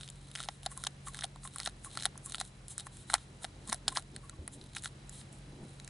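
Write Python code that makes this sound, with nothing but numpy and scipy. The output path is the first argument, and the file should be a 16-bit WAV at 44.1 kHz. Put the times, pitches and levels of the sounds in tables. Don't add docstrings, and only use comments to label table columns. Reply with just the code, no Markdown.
import sys
import numpy as np
from scipy import signal
from scipy.fft import rfft, irfft
from scipy.io import wavfile
from scipy.ndimage import uniform_filter1d

SR = 44100
rng = np.random.default_rng(int(sys.argv[2]) if len(sys.argv) > 2 else 0)


def pcm_store(signal):
    levels = np.round(np.clip(np.atleast_2d(signal), -1, 1) * 32767)
    wavfile.write(sys.argv[1], SR, levels.astype(np.int16).T)


def level_to_linear(level):
    exponent = np.asarray(level, float) / 20
    return 10 ** exponent


N = 259749
LEAD = 128

# (time [s], air gap pitch [Hz], air gap level [dB], tray wall level [dB], film crack level [dB])
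POPS_AND_CLICK = [(0.0101,2230,-49,-33,-33),(.033,2260,-48,-35.5,-39),(.0776,2060,-47,-37.5,-39),(0.0883,660,-67,-35,-34.5),(.101,1560,-58,-47,-31),
                  (0.3144,2140,-50,-43,-37),(.353,2130,-59,-24,-27),(0.3577,1590,-37,-26,-41),(0.375,2050,-41,-37,-39),(0.382,2180,-42,-50,-44),(.3892,1920,-39,-35,-40),(.396,1920,-65,-35,-45),
                  (.4032,1350,-32.5,-28,-30),(0.42,1870,-48,-35,-40),(0.4366,1670,-54,-34,-46),(.4447,1330,-50,-36,-39),(.459,810,-48,-49,-45),(.4873,798,-27,-20.5,-30),
                  (.632,800,-52,-38,-36),(0.662,731,-31.5,-22,-23.5),(0.665,788,-30,-29.5,-29),(.7164,1100,-44,-47,-29),(0.7755,1060,-57,-40,-23.5),
                  (.8385,1390,-33,-25.5,-23.5),(0.8492,835,-46,-33,-43),(0.8677,914,-28,-24.5,-22.5),(.8705,786,-37,-22.5,-19.5),(1.084,1140,-40,-53,-25),
                  (1.1459,1680,-33,-36,-31),(1.1538,650,-58,-40,-38),(1.171,960,-47,-33.5,-31.5),(1.1902,1310,-38,-31,-30),(1.2094,1150,-54,-30,-30.5),(1.2228,1840,-35,-32,-61),
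                  (1.2362,2080,-35,-30,-26),(1.2396,750,-52,-26,-22.5),(1.2429,760,-32,-24.5,-22),(1.252,760,-48,-40,-32),(1.3596,990,-40.5,-48,-43),(1.4338,1230,-53,-45,-41),(1.4522,1270,-38.5,-57,-50),
                  (1.475,1100,-45,-37,-30),(1.5599,1050,-35.5,-46,-27),(1.584,770,-50,-32,-25),(1.601,1350,-25.5,-22,-23.5),(1.613,1030,-65,-42,-36),(1.622,1880,-58,-40,-39),(1.632,760,-53.5,-33,-32),
                  (1.6512,1840,-52,-44,-27),(1.66,1790,-45,-22.5,-24.5),(1.6622,1780,-32,-33,-32),(1.674,760,-25.5,-24,-24),(1.6959,900,-63,-44,-43),(1.847,1540,-43,-51,-28),
                  (1.9529,2000,-45,-35,-39),(1.9733,1350,-28,-23.5,-23.5),(1.9901,1860,-53,-32,-43),(1.9992,1550,-46,-31,-41),(2.0078,2160,-43,-32,-41),
                  (2.024,1860,-45,-29,-22),(2.034,1750,-40,-25,-37),(2.038,1810,-59,-50,-29.5),(2.044,1870,-58,-38,-26),(2.05,1850,-46,-34,-30),(2.0548,1900,-26.5,-14.5,-10.5),
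                  (2.0611,783,-29,-23,-25.5),(2.1558,990,-44.5,-61,-60),(2.1771,800,-50,-47,-28.5),(2.2603,1120,-52,-49,-24.5),(2.2967,1070,-50,-58,-29),(2.3082,660,-56,-46,-34),
                  (2.322,1110,-59,-33.5,-27),(2.346,1350,-33,-23.5,-24.5),(2.3545,1390,-60,-29,-31),(2.3826,765,-46,-33.5,-40),(2.401,1870,-40,-27,-21.5),
                  (2.412,760,-26,-23,-23.5),(2.6824,680,-68,-40,-28),(2.7802,1940,-38,-33.5,-20),(2.8682,1070,-36,-42.5,-26),(2.97,1730,-54,-47,-34),(3.1003,1430,-28,-32,-36.5),
                  (3.124,740,-40.5,-38,-39),(3.1344,863,-27.5,-25.5,-26),(3.14,815,-14,-13.5,-8.5),(3.15,2220,-27,-28,-26),(3.154,1940,-29,-31,-26),
                  (3.181,1340,-45,-44,-42),(3.4444,783,-30.5,-23.5,-27),(3.4489,1630,-36,-31,-24.5),(3.675,910,-47,-53,-29.5),(3.6833,955,-52,-56,-38),(3.6927,1090,-42,-53,-25),(3.6973,1080,-40.5,-33,-20),
                  (3.7225,900,-29.5,-30,-32),(3.7271,1015,-21.5,-25.5,-15),(3.7295,1970,-50,-18,-19),(3.7445,720,-38,-30.5,-25),(3.88,790,-30.5,-12.5,-22),(3.8827,860,-31.5,-18.5,-14),
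                  (3.888,850,-36,-24.5,-30),(3.921,1060,-42,-49,-45),(3.925,1100,-42,-42,-34.5),(3.9613,1750,-28,-40,-35),(3.966,940,-34,-26.5,-32),(3.9718,966,-21.5,-16.5,-23),
                  (3.9828,1270,-33,-40,-39),(3.9947,805,-47,-46,-32),(4.0238,1200,-61,-46,-42),(4.1632,1660,-41,-32,-29.5),(4.2959,1380,-40.5,-41,-31),
                  (4.4777,1140,-38.5,-38,-25.5),(4.613,1770,-65,-42,-45),(4.64,1500,-56,-46,-40),(4.662,1500,-64,-46,-50),(4.697,1500,-62,-50,-57),(4.734,910,-63,-43,-45),(4.75,2150,-57,-31,-37),(4.763,2240,-52,-40,-29),(4.7667,2340,-26,-37,-31),(4.7704,2200,-39,-39,-44),
                  (4.783,2170,-62.5,-32,-38),(4.823,700,-58,-52,-30),(4.8375,1750,-41,-41,-27),(4.8457,1860,-43,-40,-27),(4.8577,1520,-31,-30.5,-35),
                  (4.875,1110,-51,-40,-41),(5.0946,1930,-53,-47,-29),(5.214,760,-54,-40.5,-58),(5.328,780,-56,-52,-35),(5.385,800,-62,-68,-44),(5.7995,2160,-47,-37.5,-37),(5.8462,810,-82,-44,-31.5),(5.8775,2300,-41,-47,-28)]
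# (time [s], air gap pitch [Hz], length [s], level [dB])
FINGER_PATS = [(0.704, 1110, 0.028, -48), (0.767, 1040, 0.016, -43), (0.797, 1000, 0.019, -54),
               (1.066, 1190, 0.014, -40), (1.075, 1100, 0.014, -46), (1.445, 1080, 0.017, -43),
               (1.849, 1100, 0.03, -46), (2.257, 1100, 0.026, -50), (2.71, 830, 0.015, -59),
               (2.802, 816, 0.02, -55), (3.417, 940, 0.013, -50), (3.664, 1040, 0.032, -49),
               (3.91, 1020, 0.025, -45), (4.219, 1120, 0.05, -53.5), (4.324, 1100, 0.02, -56)]
# (frequency [Hz], t60 [s], relative level [dB])
WALL_MODES = [(3040, 0.0015, -8), (3802, 0.0037, 7.5), (4277, 0.0076, 1), (4800, 0.0015, 6)]
# (frequency [Hz], t60 [s], relative level [dB])
FILM_MODES = [(7060, 0.0016, 1.2), (8330, 0.0031, 1.41), (9460, 0.0029, 2.2), (11880, 0.0018, 4.5)]


def timeline():
    return np.arange(N) / SR


def unit(x):
    return x / np.sqrt(np.mean(x ** 2))


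def walk(rate):
    hold = int(SR / rate)
    steps = np.repeat(rng.standard_normal(N // hold + 1), hold)
    smooth = uniform_filter1d(uniform_filter1d(steps, hold), hold)
    return unit(smooth[:N])


def colour(points):
    hz, db = np.transpose(points)
    f = np.maximum(np.fft.rfftfreq(N, 1 / SR), 1)
    shape = level_to_linear(np.interp(np.log(f), np.log(hz), db))
    return irfft(rfft(rng.standard_normal(N)) * shape, N)


def ring(modes, detune=0.):
    t = np.arange(2048) / SR
    hz, t60, db = np.transpose(modes)[:, :, None]
    sign = (-1) ** np.arange(len(modes))[:, None]
    swing = np.sin(2 * np.pi * hz * (1 + detune) * t)
    decay = 1000. ** (-t / t60)
    return np.sum(sign * level_to_linear(db) * swing * decay, axis=0)


def burst(noise, rise_s, fall_s):
    snap_size = 3.2
    t = (np.arange(len(noise)) - LEAD) / SR
    ragged = noise * np.exp(np.where(t < 0, t / rise_s, -t / fall_s))
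    snap = snap_size * np.sign(noise[0]) * (t == 0)
    return ragged + snap


def strike(push, response, db):
    y = signal.fftconvolve(push, response)
    return y * level_to_linear(db) / np.abs(y).max()


def swells(start, hold, db, swell, fade, rest_db):
    power = np.full(N, level_to_linear(2 * rest_db))
    for s, h, peak in zip(start, hold, db):
        first = max(int((s - 0.1) * SR), 0)
        last = min(int((s + h + 0.1) * SR), N)
        i = np.arange(first, last)
        t = i / SR - s
        level = peak + swell * np.minimum(t, 0) - fade * np.maximum(t - h, 0)
        power[i] += level_to_linear(2 * level)
    return np.sqrt(power)


def pops(rise_s, fall_s, detune):
    deep_t60_s, deep_hz, slope = 0.018, 800, 1.4
    out = np.zeros(N + 4096)
    noise = rng.standard_normal((len(POPS_AND_CLICK), 3, 256))
    shift = rng.standard_normal((len(POPS_AND_CLICK), 2, 4, 1))
    for (s, hz, gap_db, wall_db, film_db), n, d in zip(POPS_AND_CLICK, noise, shift):
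        gap_t60 = deep_t60_s * (deep_hz / hz) ** slope
        cavity = [(hz, gap_t60, 0), (1350, 0.004, -2), (1900, 0.006, -6)]
        pop = strike(burst(n[0], 0.00017, 0.00036), ring(cavity), gap_db)
        pop = pop + strike(burst(n[1], rise_s, fall_s), ring(WALL_MODES, detune * d[0]), wall_db)
        pop = pop + strike(burst(n[2], rise_s, fall_s), ring(FILM_MODES, detune * d[1]), film_db)
        i = int(s * SR)
        out[i:i + len(pop)] += pop
    return out[LEAD:N + LEAD]


def drag(rate, spread_db, smooth):
    # (start [s], hold [s], film level [dB], tray wall level [dB])
    strokes = [(0, 0.065, -57.5, -59.5), (0.11, 0.41, -66.5, -68.5), (0.351, 0.093, -50, -54),
               (0.649, 0.0096, -53, -60), (0.807, 0.063, -52.5, -59.5), (1.138, 0.11, -55, -58.5),
               (1.53, 0.13, -56, -60.5), (1.661, .005, -44.5, -45), (1.911, 0.1, -55.5, -58.5),
               (1.982, 0.079, -52, -55.5), (2.296, 0.073, -55.5, -59), (2.406, 0.0026, -42, -44),
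               (2.432, 0.054, -58, -67), (2.795, 0.0036, -45, -46.5), (2.861, 0.0038, -54, -73),
               (3.102, 0.052, -46, -53), (3.437, 0.0024, -51, -58), (3.678, 0.071, -50.5, -56),
               (3.895, 0.0032, -59, -58), (3.904, 0.033, -52.5, -60), (3.97, 0.0034, -38, -44.5),
               (4.16, 0.0018, -60, -60), (4.233, 0.056, -64, -85), (4.59, 0.17, -70, -71.5),
               (4.77, .005, -44, -46.5), (4.85, 0.0062, -41.5, -47), (5.645, 0.17, -67, -74)]
    # (frequency [Hz], t60 [s], relative level [dB])
    gap_modes = [(800, 0.039, 2.5), (1100, 0.004, -3), (1350, 0.038, -1.5), (1870, 0.0025, 20)]
    swell, fade = 607, 695
    flutter_db, flutter_swell, flutter_fade = -20, 2500, 1010
    film_rest_db, gap_rest_db = -71.5, -81

    start, hold, film_db, wall_db = np.transpose(strokes)
    pop_knocks = [(s, 0, gap_db) for s, _, gap_db, _, _ in POPS_AND_CLICK]
    pat_knocks = [(s, length, db) for s, _, length, db in FINGER_PATS]
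    knock_start, knock_hold, knock_db = np.array(pop_knocks + pat_knocks).T
    film_gain = swells(start, hold, film_db, swell, fade, film_rest_db)
    wall_gain = swells(start, hold, wall_db, swell, fade, -np.inf)
    gap_gain = swells(knock_start, knock_hold, knock_db + flutter_db,
                      flutter_swell, flutter_fade, gap_rest_db)

    size = level_to_linear(spread_db * np.minimum(rng.exponential(size=N), 2.5))
    released = rng.random(N) < rate / SR
    grains = unit(released * size * rng.standard_normal(N))
    out = 0
    for modes, gain in ((FILM_MODES, film_gain), (WALL_MODES, wall_gain), (gap_modes, gap_gain)):
        push = grains + smooth * rng.standard_normal(N)
        out = out + unit(signal.fftconvolve(push, ring(modes))[:N]) * gain
    return out


def slides():
    # (start [s], hold [s], film level [dB], tray wall level [dB])
    glides = [(0.476, 0.078, -63, -70), (0.713, 0.012, -50.5, -65), (0.77, .005, -53, -65),
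              (1.073, 0.0032, -44.5, -55), (1.443, 0.014, -47, -60.5), (1.849, 0.0052, -45.5, -60),
              (2.254, 0.011, -46.5, -66), (2.705, 0.013, -46, -59), (2.928, 0.1, -59, -66.5),
              (3.184, 0.046, -63, -64.5), (3.425, 0.013, -52.5, -65), (4.533, 0.0077, -51, -63),
              (5.127, 0.083, -54, -62), (5.33, 0.018, -61.5, -84)]
    swell, fade = 800, 505
    start, hold, film_db, wall_db = np.transpose(glides)
    out = 0
    for modes, db in ((FILM_MODES, film_db), (WALL_MODES, wall_db)):
        hiss = unit(signal.fftconvolve(rng.standard_normal(N), ring(modes))[:N])
        out = out + hiss * swells(start, hold, db, swell, fade, -np.inf)
    return out


def pats(t60):
    out = np.zeros(N + 8192)
    noise = rng.standard_normal((len(FINGER_PATS), 4096))
    for (s, hz, length, db), n in zip(FINGER_PATS, noise):
        samples = int(length * SR)
        push = n[:samples] * np.hanning(samples)
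        pat = strike(push, ring([(hz, t60, 0)]), db)
        i = int(s * SR)
        out[i:i + len(pat)] += pat
    return out[:N]


def echoes(t60):
    t = np.arange(8192) / SR
    tail = rng.standard_normal(len(t)) * (1 - np.exp(-t / 0.0047)) * 1000. ** (-t / t60)
    return tail / np.sqrt(np.sum(tail ** 2))


def hum():
    # (frequency [Hz], rms level [dB], waver [dB])
    partials = [(46.2, -61, 2), (89.8, -64.5, 2), (121.7, -62.5, -2.5), (139, -58.5, 3.2),
                (185.5, -66.5, -1.5), (210.8, -72.5, -4.5)]
    out = 0
    for hz, db, waver_db in partials:
        gain = np.sqrt(2) * level_to_linear(db + waver_db * np.tanh(walk(2.58)))
        out = out + gain * np.sin(2 * np.pi * (hz * timeline() + rng.random()))
    return out


def room():
    # (frequency [Hz], relative density [dB])
    spectrum = [(20, -56), (40, 1), (80, -8), (130, -10.5), (250, -14.5), (400, -17.5), (1200, -25.5),
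                (3500, -28.5), (10000, -36.5), (12000, -35.5)]
    # (frequency [Hz], difference [dB])
    side_balance = [(60, -29), (110, -25), (190, -8.5), (350, -9.5), (620, 7), (1110, 4), (1990, -25),
                    (3570, -2), (6410, 25), (11500, -19)]
    level_db = -57.5
    mid = colour(spectrum)
    hz, db = np.transpose(spectrum)
    wide_hz, wide_db = np.transpose(side_balance)
    side_db = db + np.interp(np.log(hz), np.log(wide_hz), wide_db)
    side = colour(list(zip(hz, side_db)))
    gain = level_to_linear(level_db + 0.84 * walk(3.1)) / np.std(mid)
    return mid * gain, side * gain


def rumble():
    # (time [s], level [dB])
    swelling = [(0, -69.5), (1.5, -71), (2.3, -66), (2.7, -75.5), (3.5, -61.5), (4.15, -60.5), (4.36, -57),
                (4.42, -53), (4.5, -59), (4.65, -61), (5, -66), (5.35, -63), (5.62, -54.5), (5.749, -56.5),
                (5.89, -59)]
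    s, db = np.transpose(swelling)
    body = unit(colour([(120, -6), (200, 1), (330, -0.5), (480, -11), (900, -16.5), (2000, -63)]))
    return body * level_to_linear(np.interp(timeline(), s, db) + 3.9 * walk(15))


def thud():
    # (time [s], frequency [Hz], t60 [s], level [dB])
    thumps = [(3.69, 220, 0.11, -38), (4.39, 80, 0.15, -34), (4.385, 520, 0.065, -50)]
    out = 0
    for s, hz, t60, db in thumps:
        t = np.maximum(timeline() - s, 0)
        envelope = (1 - np.exp(-t / 0.0023)) * 1000. ** (-t / t60)
        out = out + level_to_linear(db) * envelope * np.sin(2 * np.pi * hz * t)
    return out


def whine(db):
    pitch_hz, frame_hz, frame_peak = 3971, 29.97, 0.54
    throb = np.cos(np.pi * (frame_hz * timeline() - frame_peak)) ** 2
    return level_to_linear(db + 2.0 * walk(12)) * throb ** 2 * np.sin(2 * np.pi * pitch_hz * timeline())


def scene():
    tray = pops(rise_s=0.00013, fall_s=0.0004, detune=0.055)
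    tray = tray + drag(rate=1400, spread_db=7.0, smooth=0.52) + slides() + pats(t60=0.045)
    bass_cut = signal.butter(2, 420, "high", fs=SR, output="sos")
    tray = signal.sosfilt(bass_cut, tray)
    side_echo = level_to_linear(-17) * signal.fftconvolve(tray, echoes(0.025))[:N]
    mid_echo = level_to_linear(-9) * signal.fftconvolve(tray, echoes(0.011))[:N]
    room_mid, room_side = room()
    mid = tray + mid_echo + room_mid + hum() + rumble() + thud()
    side = side_echo + room_side
    return np.array([mid + side, mid - side])


def top_cut(x):
    return signal.sosfilt(signal.butter(12, 12090, fs=SR, output="sos"), x)


def record(dry):
    taps = signal.firwin(161, 11050, window=("kaiser", 2.5), fs=SR)
    mix = signal.fftconvolve(dry + whine(db=-68.0), taps[None], mode="same")
    return top_cut(mix)


dry = scene()
out = record(dry)
pcm_store(out)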